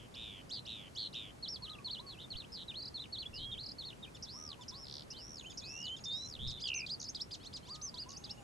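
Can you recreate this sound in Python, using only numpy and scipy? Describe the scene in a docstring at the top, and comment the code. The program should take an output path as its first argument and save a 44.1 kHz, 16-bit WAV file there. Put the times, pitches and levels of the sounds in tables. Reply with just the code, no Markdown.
"""An open field. A lark sings from a clod: rasps, warbles, trilled arches, then creaky hoops and a run
of slurs sung twice. Its syrinx whistles, closes on the upstrokes of trills and turns reedy on low notes.
A second bird whistles across it, a far one repeats a low three-note call, others twitter and whistle
faintly. Light wind rumbles and sometimes bumps the microphone."""
import sys
import numpy as np
from scipy import signal
from scipy.fft import rfft, irfft, next_fast_len
from scipy.io import wavfile
from scipy.ndimage import map_coordinates

SR = 44100
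rng = np.random.default_rng(int(sys.argv[2]) if len(sys.argv) > 2 else 0)


def log_audio(samples):
    """Write samples as a 16-bit WAV file to the path given in sys.argv[1]."""
    # one column per channel
    frames = np.atleast_2d(samples).T
    # limit to full scale, then quantise
    limited = np.clip(frames, -1, 1)
    pcm = np.round(limited * 32767).astype(np.int16)
    wavfile.write(sys.argv[1], SR, pcm)


N = 371763

# Rasps. Each row: start, length and swell in seconds, crest and last pitch in Hz, crest and last
# level in dB.
RASPS = [(-.15, 0.22, 0.052, 3090, 2506, -51, -62.5), (0.147, 0.27, 0.094, 3104, 2537, -46, -55.5),
         (0.5, 0.098, 0.025, 4300, 3440, -39, -46), (0.659, .23, 0.043, 3300, 2490, -43, -58),
         (.957, .122, .03, 3854, 3520, -38.5, -43), (1.135, .18, .024, 3240, 2585, -40.5, -57.5)]
# Flick opening a rasp. Each row: offset in seconds, ratio to the crest pitch, level in dB.
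RASP_FLICK = [(-.007, 1.1, -49), (.012, 1.84, -54)]
# Warbles. Each row: start, length, first and second swoop in seconds, dip, crest, low pitch and
# quaver swing in Hz, level in dB.
WARBLES = [(1.425, .158, .042, 0.056, 3200, 5490, 3100, 131, -38.5),
           (1.622, 0.17, 0.055, 0.071, 2880, 4130, 2150, 270, -42.5),
           (1.845, 0.16, .047, 0.045, 3260, 4530, 2910, 110, -38),
           (2.303, 0.15, .044, 0.062, 2746, 4490, 2750, 237, -41.5),
           (2.942, .133, .042, 0.053, 3520, 4100, 2300, 337, -39),
           (3.124, 0.15, 0.045, .044, 3260, 4510, 2695, 108.5, -38.5),
           (3.783, .152, 0.048, 0.064, 3330, 4480, 2750, 226, -42)]
# Swoop contour. Each row: share of the time, share of the drop, gain in dB.
SWOOP_SHAPE = [(0, 0.01, -1.5), (.33, .12, 2), (.7, .53, -1), (1, 1, -6)]
# Scoops. Each row: start, length and swoop in seconds, first and held pitch in Hz, level in dB.
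SCOOPS = [(2.065, .191, .097, 4540, 3654, -47), (2.681, 0.21, 0.046, 3960, 4600, -41),
          (3.515, .208, .046, 3820, 4690, -40), (4.026, 0.069, 0.036, 3860, 2650, -44)]
# Hoops. Each row: start, rise and hold in seconds, top pitch in Hz, level in dB.
HOOPS = [(6.466, 0.014, 0.019, 5230, -42), (6.575, 0.05, 0.048, 4870, -39.5),
         (7.307, 0.012, 0.016, 4880, -41), (7.398, 0.08, 0, 4400, -42), (7.527, .013, 0.02, 4930, -42),
         (7.627, 0.08, 0.039, 4750, -44.5)]
# Rise of a hoop. Each row: share of the time, pitch in Hz, gain in dB.
HOOP_RISE = [(0, 2043, -5), (.5, 2527, -3.5), (.8, 3650, -6)]
# Syllable contours. Each row: offset in seconds, pitch in Hz, gain in dB.
ARCH_HEAD = [(0, 5160, -1), (.018, 5454, -2), (.04, 3590, -19.5), (.068, 4050, -3.5)]
SYLLABLES = { "buzz": [(0, 5190, -4), (.028, 4875, 1.5), (.065, 3700, -1.5), (.124, 3585, -0.5)],
             "chip": [(0, 3720, 5.5), (.021, 3235, -0.5), (.036, 2293, -8)],
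             "arch": ARCH_HEAD + [(.11, 5200, -4.5), (.19, 5700, -1.5), (.258, 5330, -0.5), (.308, 3500, 2),
             (.336, 2515, -17.5)], "rattle": ARCH_HEAD + [(.1, 5060, -6), (.154, 5420, -9),
             (.194, 4400, -2.5), (.276, 4640, 3), (.37, 4130, -4)], "upturn": [(0, 2512, -1),
             (.028, 3150, 1), (.046, 3100, -1)], "whistle": [(0, 3490, -9), (.006, 5750, -4.5),
             (.03, 6240, 2), (.06, 5650, -5), (.086, 4720, -4)], "hump": [(0, 3470, -0.5),
             (.007, 4860, -3.5), (.02, 3200, -14.5), (.045, 4140, -1), (.072, 4980, 0.5), (.1, 4390, -2.5)],
             "zigzag": [(0, 5630, -1), (.028, 5300, 0.5), (.066, 4870, -6.5), (.082, 4520, -10),
             (.097, 5500, 1), (.11, 6640, -2.5)], "wiggle": [(0, 3255, -7), (.008, 5020, 0.5),
             (.019, 3900, -5), (.045, 3290, -20.5), (.059, 3600, -7), (.076, 5305, 4), (.09, 5440, -16)], }
# Syllable order. 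Each row: start in seconds, name, time stretch, level in dB.
SONG = [(2.52, "buzz", 0.95, -42), (3.34, "buzz", 0.91, -42.5), (4.146, "chip", 0.9, -52.5),
        (4.224, "arch", 0.98, -39.5), (4.61, "chip", 1.065, -52.5), (4.681, "rattle", 0.96, -40),
        (5.103, "arch", 0.99, -41.5), (5.441, "upturn", 1.03, -47), (5.498, "chip", 1, -50.5),
        (5.573, "arch", 1, -38.5), (5.965, "chip", 1.03, -52), (6.038, "arch", 1.04, -40.5),
        (6.738, "whistle", 0.88, -37), (6.863, "hump", 0.89, -37), (6.997, "zigzag", 0.98, -38.5),
        (7.146, "wiggle", 0.97, -36.5), (7.813, "whistle", 0.99, -39.5), (7.941, "hump", 0.97, -41),
        (8.087, "zigzag", 0.87, -44), (8.238, "wiggle", 0.99, -41.5)]
# Trills. Each row: start and end in seconds, first rate, last rate and swing in Hz, muted share of the
# upstroke. Arch and syllable times count from the syllable's start.
ARCH_OPENING = [(0, .018, 308, 332, 510, 0), (.053, .15, 241.4, 122.4, 214, .4)]
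SYLLABLE_TRILLS = { "buzz": [(0, .05, 129.7, 158, 300, 0.27), (.05, .124, 167.7, 176, 490, 0.24)],
                   "arch": ARCH_OPENING + [(.15, .336, 82, 73, 210, 0.78)],
                   "rattle": ARCH_OPENING + [(.173, .37, 66.4, 76.6, 1295, 0.93)],
                   "zigzag": [(0, .051, 76.7, 75.7, 1610, 0.5), (.052, .078, 72.4, 70, 600, 0.27)],
                   "wiggle": [(.02, .048, 69.6, 67.7, 420, 0.24)], }
SCOOP_TRILLS = [(2.092, 2.127, 125, 138, 301, 0.14), (2.193, 2.24, 174, 171.3, 464, 0),
                (2.791, 2.898, 33, 38.3, 627, 0.05), (3.6, 3.722, 35.25, 37.1, 592, 0.25)]
WHISTLE_TRILLS = [(6.392, 6.575, 128.6, 117.7, 253.4, .47), (6.635, 6.829, 62.4, 71.8, 243, 0.57)]
# Second bird. Each row: start, peak and end in seconds, pitch at each in Hz, peak level in dB.
WHISTLES = [(3.332, 3.45, 3.59, 2780, 3290, 3150, -43.5), (5.11, 5.161, 5.22, 2720, 3180, 2860, -54),
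            (5.622, 5.915, 5.958, 2520, 3060, 3130, -39), (6.055, 6.13, 6.272, 3640, 3700, 4110, -36.5),
            (6.39, 6.465, 6.59, 3220, 3590, 3560, -37), (6.636, 6.71, 6.853, 3400, 2760, 2500, -30.5)]
# Far call, one list a note. Each row: offset in seconds, pitch in Hz, gain in dB.
FAR_NOTES = [
    [(0, 971, 10.5), (.022, 1044, 5.5), (.04, 1235, 2.5), (.13, 1229, 2), (.205, 1104, 3.5)],
    [(.255, 988, 13.5), (.295, 990, -1.5)],
    [(.38, 948.5, 10.5), (.415, 1111, 6.5), (.5, 1082, -2)],
]
# Far calls. Each row: start in seconds, level in dB.
FAR_CALLS = [(1.613, -65), (4.336, -66), (7.68, -65)]
# Two twitters and a low far whistle. Each row: start and end in seconds, pitch in Hz, level in dB,
# first rate, last rate and swing in Hz, muted share.
FAINT_BIRDS = [(5.34, 6.31, 6475, -55.5, 27.34, 23.8, 250, 0.75),
               (7.974, 8.462, 2680, -62, 21, 15, 242, 0.4), (8.149, 8.45, 810, -67, 6.7, 7.2, 24, 0.01)]
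# Faint high whistle. Each row: time in seconds, pitch in Hz, level in dB.
THIN_WHISTLE = [(8.19, 6450, -67), (8.32, 6450, -72), (8.44, 7100, -71)]
# Wind bumps. Each row: centre and half-width in seconds, level in dB.
BUMPS = [(2.357, 0.017, -42.5), (3.44, 0.15, -52.5), (6.46, 0.071, -42)]
# Wind spectra. Each row: frequency in Hz, relative density in dB.
AIR_SPECTRUM = [(20, -20), (55, -2), (115, -1), (250, -5), (1000, -14.5), (1600, -20), (8000, -31),
                (12000, -35.5)]
BUMP_SPECTRUM = [(20, -2), (120, -0.5), (220, -16), (1000, -75)]
# Wind width. Each row: frequency in Hz, left-right correlation.
WIND_CORRELATION = [(130, 0.72), (300, -0.051), (800, -0.38), (3000, -0.15), (8000, .95)]


def lark():
    """Each kind of note has its own purity; throat and beak damp the highest overtones."""
    song = syrinx(*rasps(), crest_db_per_khz=10.5, reed_db=-26.5, catch_depth=1, throat_hz=1780)
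    song += syrinx(flicks(), [], crest_db_per_khz=0, reed_db=-32, catch_depth=-0.5, throat_hz=1800)
    song += syrinx(*warbles(), crest_db_per_khz=-10, reed_db=-36.5, catch_depth=4, throat_hz=2720)
    song += syrinx(scoops(), SCOOP_TRILLS,
                   crest_db_per_khz=7, reed_db=-40, catch_depth=3.5, throat_hz=2780)
    song += syrinx(*syllables("buzz"), crest_db_per_khz=8.5, reed_db=-39, catch_depth=2, throat_hz=2380)
    song += syrinx(*syllables("arch", "rattle", "upturn"),
                   crest_db_per_khz=1.5, reed_db=-32, catch_depth=1.1, throat_hz=2400)
    song += syrinx(*syllables("chip"), crest_db_per_khz=0, reed_db=-10, catch_depth=3.5, throat_hz=2480)
    song += syrinx(*syllables("whistle", "hump", "zigzag", "wiggle"),
                   crest_db_per_khz=2, reed_db=-21, catch_depth=0, throat_hz=2400)
    song += syrinx(hoops(), [], crest_db_per_khz=0, reed_db=-14.5, catch_depth=0.8, throat_hz=3520)
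    return filtered(song, lambda hz: 1 / np.hypot(1, (hz / 8500) ** 5))


def syrinx(notes, trills, crest_db_per_khz, reed_db, catch_depth, throat_hz):
    """Unsteady whistle; on low notes the membrane doubles its period and turns reedy."""
    pitch_hz, envelope = contours(notes, edge_s=0.0025)
    swing_hz, airflow = trilling(trills)
    # The voice catches, most on low notes: pitch and level move together.
    flutter = np.sin(np.pi * 58 * np.arange(N) / SR + wobble(45)) ** 2
    catch_db = catch_depth * 2 * flutter ** 2 * (3500 / pitch_hz) ** 2
    hz = (pitch_hz + swing_hz - 30 * catch_db) * (1 + 0.0053 * wobble(700))
    phase = phase_of(hz)
    steepness = np.clip(np.abs(np.gradient(pitch_hz)) * SR / 80000, 0, 1)
    reediness = np.clip((4600 - hz) / 1000, 0.15, 1) * (1 + 2 * steepness)
    reed = amp(reed_db) * reediness * (np.sin(3 * phase / 2) + 0.7 * np.sin(2 * phase))
    gain = amp(crest_db_per_khz * swing_hz / 1e3 - catch_db)
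    fundamental = np.sin(phase) / np.hypot(1, np.abs(throat_hz / hz) ** 7)  # fades below the passband
    return envelope * airflow * gain * (fundamental + amp(-36) * np.sin(2 * phase) + reed)


def trilling(trills):
    """Pitch swing and airflow: the syrinx closes on each upstroke, leaving falling strokes."""
    swing_hz, airflow = np.zeros(N), np.ones(N)
    jitter_rad = 0.204 * wobble(60)
    for start, end, first_hz, last_hz, depth_hz, muted in trills:
        i, t, gate = span(start, end, edge_s=0.00305)
        beat = phase_of(np.linspace(first_hz, last_hz, len(i))) + jitter_rad[i]
        beat -= 0.594 * muted * np.sin(beat)  # tighter closure, quicker stroke
        roundness = np.clip(first_hz / 40, 0.5, 2)  # slow trills have pointed crests
        stroke = 1 - 2 * np.abs(np.sin(beat / 2 - np.pi / 4)) ** roundness
        build = 1 - np.exp(-(t - start) * first_hz - 0.5)
        swing_hz[i] += gate * build * depth_hz * stroke
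        airflow[i] *= (1 - gate * muted * (1 + np.cos(beat)) / 2) ** (2 + muted)
    return swing_hz, airflow


def rasps():
    """A climb to a crest, then a slowing buzz that sags and fades."""
    onset_hz, onset_db, attack_s, climb_hz_per_s = 2796, -57, 0.011, 60000
    first_rate_hz, last_rate_hz, swing_hz, muted = 120, 87, 666, 0.05
    notes, trills = [], []
    for start, length, swell, crest_hz, last_hz, crest_db, last_db in RASPS:
        notes.append([(start, onset_hz, onset_db),
                      (start + attack_s, (onset_hz + crest_hz) / 2, crest_db - 2.5),
                      (start + swell, crest_hz, crest_db),
                      (start + length, last_hz, last_db)])
        buzz_start = start + (crest_hz - onset_hz) / climb_hz_per_s
        trills.append((buzz_start, start + length, first_rate_hz, last_rate_hz, swing_hz, muted))
    return notes, trills


def flicks():
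    """The other side of the syrinx flicks up as each rasp begins."""
    return [[(start + offset, ratio * crest_hz, db) for offset, ratio, db in RASP_FLICK]
            for start, _, _, crest_hz, *_ in RASPS]


def warbles():
    """Two swoops joined by a two-step leap; the second quavers, and turns up if the note lasts."""
    opening_hz, leap_s, lift_hz_per_s = 4486, 0.024, 32000
    quaver_delay_s, rate_hz, full_mute_hz = 0.0061, 55, 644
    notes, trills = [], []
    for start, length, first_s, second_s, dip_hz, crest_hz, low_hz, swing_hz, db in WARBLES:
        crest, end = start + first_s + leap_s, start + length
        ledge = (start + first_s + 0.55 * leap_s, dip_hz + 0.38 * (crest_hz - dip_hz), db - 0.57)
        hold_s = 0.003 + 0.000026 * max(crest_hz - opening_hz, 0)
        note = swoop(start, first_s, opening_hz, dip_hz, db) + [ledge, (crest, crest_hz, db)]
        note += swoop(crest + hold_s, second_s, crest_hz, low_hz, db)
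        spare_s = end - crest - hold_s - second_s
        if spare_s > leap_s / 2:
            note.append((end, low_hz + lift_hz_per_s * spare_s, db + 1.5))
        notes.append(note)
        trills.append((crest + quaver_delay_s, end, rate_hz, rate_hz, swing_hz, swing_hz / full_mute_hz))
    return notes, trills


def scoops(low_hz=2480, climb_s=0.042):
    """One swoop to the bottom of the voice, then a climb, held if the note lasts."""
    notes = []
    for start, length, fall_s, first_hz, held_hz, db in SCOOPS:
        note = swoop(start, fall_s, first_hz, low_hz, db)
        if fall_s + climb_s < length:
            note.append((start + fall_s + climb_s, 0.92 * held_hz, db))
        notes.append(note + [(start + length, held_hz, db - 1)])
    return notes


def swoop(start_s, length_s, top_hz, low_hz, db):
    """A fall that leaves its top slowly and steepens."""
    return [(start_s + share * length_s, top_hz - drop * (top_hz - low_hz), db + gain_db)
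            for share, drop, gain_db in SWOOP_SHAPE]


def syllables(*names):
    """Notes and trills of the named syllables, placed and stretched in time."""
    notes, trills = [], []
    for start, name, stretch, db in SONG:
        if name in names:
            notes.append([(start + stretch * s, hz, db + gain_db) for s, hz, gain_db in SYLLABLES[name]])
            for on, off, *settings in SYLLABLE_TRILLS.get(name, []):
                trills.append((start + stretch * on, start + stretch * off, *settings))
    return notes, trills


def hoops(plunge_s=0.026, end_hz=2440):
    """A creaky rise from below the throat's range; held ones sag and plunge, the rest break off."""
    notes = []
    for start, rise_s, hold_s, top_hz, db in HOOPS:
        note = [(start + share * rise_s, hz, db + gain_db) for share, hz, gain_db in HOOP_RISE]
        note.append((start + rise_s, top_hz, db))
        if hold_s > 0:
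            release = start + rise_s + hold_s
            note += [(release, 0.91 * top_hz, db), (release + plunge_s, end_hz, db - 3)]
        notes.append(note)
    return notes


def second_bird(swell_db_per_s=61.5, fade_db_per_s=74):
    """Slow whistles that swell and fade; the last two are trilled."""
    notes = [[(start, first_hz, db - swell_db_per_s * (peak - start)),
              (peak, peak_hz, db),
              (end, last_hz, db - fade_db_per_s * (end - peak))]
             for start, peak, end, first_hz, peak_hz, last_hz, db in WHISTLES]
    return syrinx(notes, WHISTLE_TRILLS,
                  crest_db_per_khz=24, reed_db=-43, catch_depth=1.04, throat_hz=1810)


def far_bird():
    """A low, pure three-note call from across the field."""
    notes = [[(start + s, hz, db + gain_db) for s, hz, gain_db in note]
             for note in FAR_NOTES for start, db in FAR_CALLS]
    pitch_hz, envelope = contours(notes, edge_s=0.0044)
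    envelope *= amp(2.1 * wobble(50))
    return envelope * np.sin(phase_of(pitch_hz * (1 + 0.0084 * wobble(90))))


def faint_birds():
    """Faint twitters, and one low, steady far whistle."""
    out = np.zeros(N)
    for start, end, hz, db, first_hz, last_hz, swing_hz, muted in FAINT_BIRDS:
        i, t, gate = span(start, end, edge_s=0.031)
        wander_rad = (1 - muted) * 2 * wobble(24)[i]
        swing = -np.cos(phase_of(np.linspace(first_hz, last_hz, len(i))) + wander_rad)
        airflow = (1 - muted * (1 - swing) / 2) ** 4
        out[i] += amp(db) * gate * airflow * np.sin(phase_of(hz + swing_hz * swing))
    return out * amp(3.6 * wobble(17))


def thin_whistle():
    """A faint bird's high, rising note."""
    pitch_hz, envelope = contours([THIN_WHISTLE], edge_s=0.01)
    return envelope * np.sin(phase_of(pitch_hz))


def wind():
    """Steady rush of open country, and puffs that bump the microphone."""
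    t = np.arange(N) / SR
    puffs = sum(amp(db) * np.exp(-((t - centre) / width) ** 2) for centre, width, db in BUMPS)
    steady = amp(-54.5 + 0.11 * wobble(4)) * rush(AIR_SPECTRUM)
    return steady + puffs * rush(BUMP_SPECTRUM)


def rush(spectrum):
    """Coloured stereo wind noise of rms 1."""
    def mid_side_gains(hz):
        angle = np.arccos(log_interp(WIND_CORRELATION, hz)) / 2
        return amp(log_interp(spectrum, hz)) * [np.cos(angle), np.sin(angle)]

    mid, side = filtered(rng.standard_normal((2, N)), mid_side_gains)
    noise = np.array([mid + side, mid - side])
    return noise / np.sqrt(np.mean(noise ** 2))


def ground_bounce(x, delay_s, bounce_db):
    """The bounce off the soil ripples the level of every glide."""
    return x + amp(bounce_db) * filtered(x, lambda hz: np.exp(-2j * np.pi * hz * delay_s))


def field_scatter(x, wet_db, t60_s):
    """Direct sound plus a short scatter off clods and stubble, different in each ear."""
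    t = np.arange(SR // 2) / SR
    tail = rng.standard_normal((2, len(t))) * amp(-60 * t / t60_s) * (t > 0.002)
    tail /= np.linalg.norm(tail[0])
    return x + amp(wet_db) * signal.fftconvolve(x[None], tail, axes=1)[:, :N]


def contours(notes, edge_s):
    """Pitch and envelope per sample; each note glides through its (s, Hz, dB) points."""
    pitch_hz, envelope = np.full(N, 3000.), np.zeros(N)
    for note in notes:
        times, hz, db = np.transpose(note)
        i, t, gate = span(times[0], times[-1], edge_s)
        position = np.interp(t, times, np.arange(len(times)))
        pitch_hz[i] = map_coordinates(hz, [position], order=2, mode="nearest")
        envelope[i] = gate * amp(np.interp(t, times, db))
    return pitch_hz, envelope


def span(start_s, end_s, edge_s):
    """Sample indices, times and a soft-edged gate."""
    i = np.arange(max(int(start_s * SR), 0), min(int(end_s * SR), N))
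    t = i / SR
    ramp = np.clip(np.minimum(t - start_s, end_s - t) / edge_s, 0, 1)
    return i, t, np.sin(np.pi / 2 * ramp)


def phase_of(hz):
    """Running phase in radians."""
    return 2 * np.pi * np.cumsum(hz) / SR


def amp(db):
    """Decibels to gain."""
    return 10 ** (np.asarray(db) / 20)


def log_interp(points, hz):
    """Interpolate (Hz, value) points on a log axis."""
    knots_hz, values = np.transpose(points)
    return np.interp(np.log(hz + 1), np.log(knots_hz + 1), values)


def wobble(rate_hz):
    """Smooth random curve, rate_hz knots a second."""
    knots = rng.standard_normal(int(N * rate_hz / SR) + 4)
    return map_coordinates(knots, [np.arange(N) * rate_hz / SR])


def filtered(x, response):
    """Apply a frequency response."""
    size = next_fast_len(N + SR // 2)
    return irfft(rfft(x, size) * response(np.fft.rfftfreq(size, 1 / SR)), size)[..., :N]


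def scene():
    """Lark close and slightly right, among fainter birds; the low call far off; wind all round."""
    birds = ground_bounce(lark(), delay_s=0.00168, bounce_db=-20) + faint_birds() + thin_whistle()
    near = field_scatter(birds, wet_db=-8.5, t60_s=0.092) * amp([[-0.5], [0.5]])
    beside = field_scatter(second_bird(), wet_db=-8, t60_s=0.056) * amp([[-1.1], [1.1]])
    far = field_scatter(far_bird(), wet_db=-7, t60_s=0.2)
    return near + beside + far + wind()


def record(dry):
    """Brick-wall low-pass."""
    return filtered(dry, lambda hz: hz < 12200)


dry = scene()
out = record(dry)
log_audio(out)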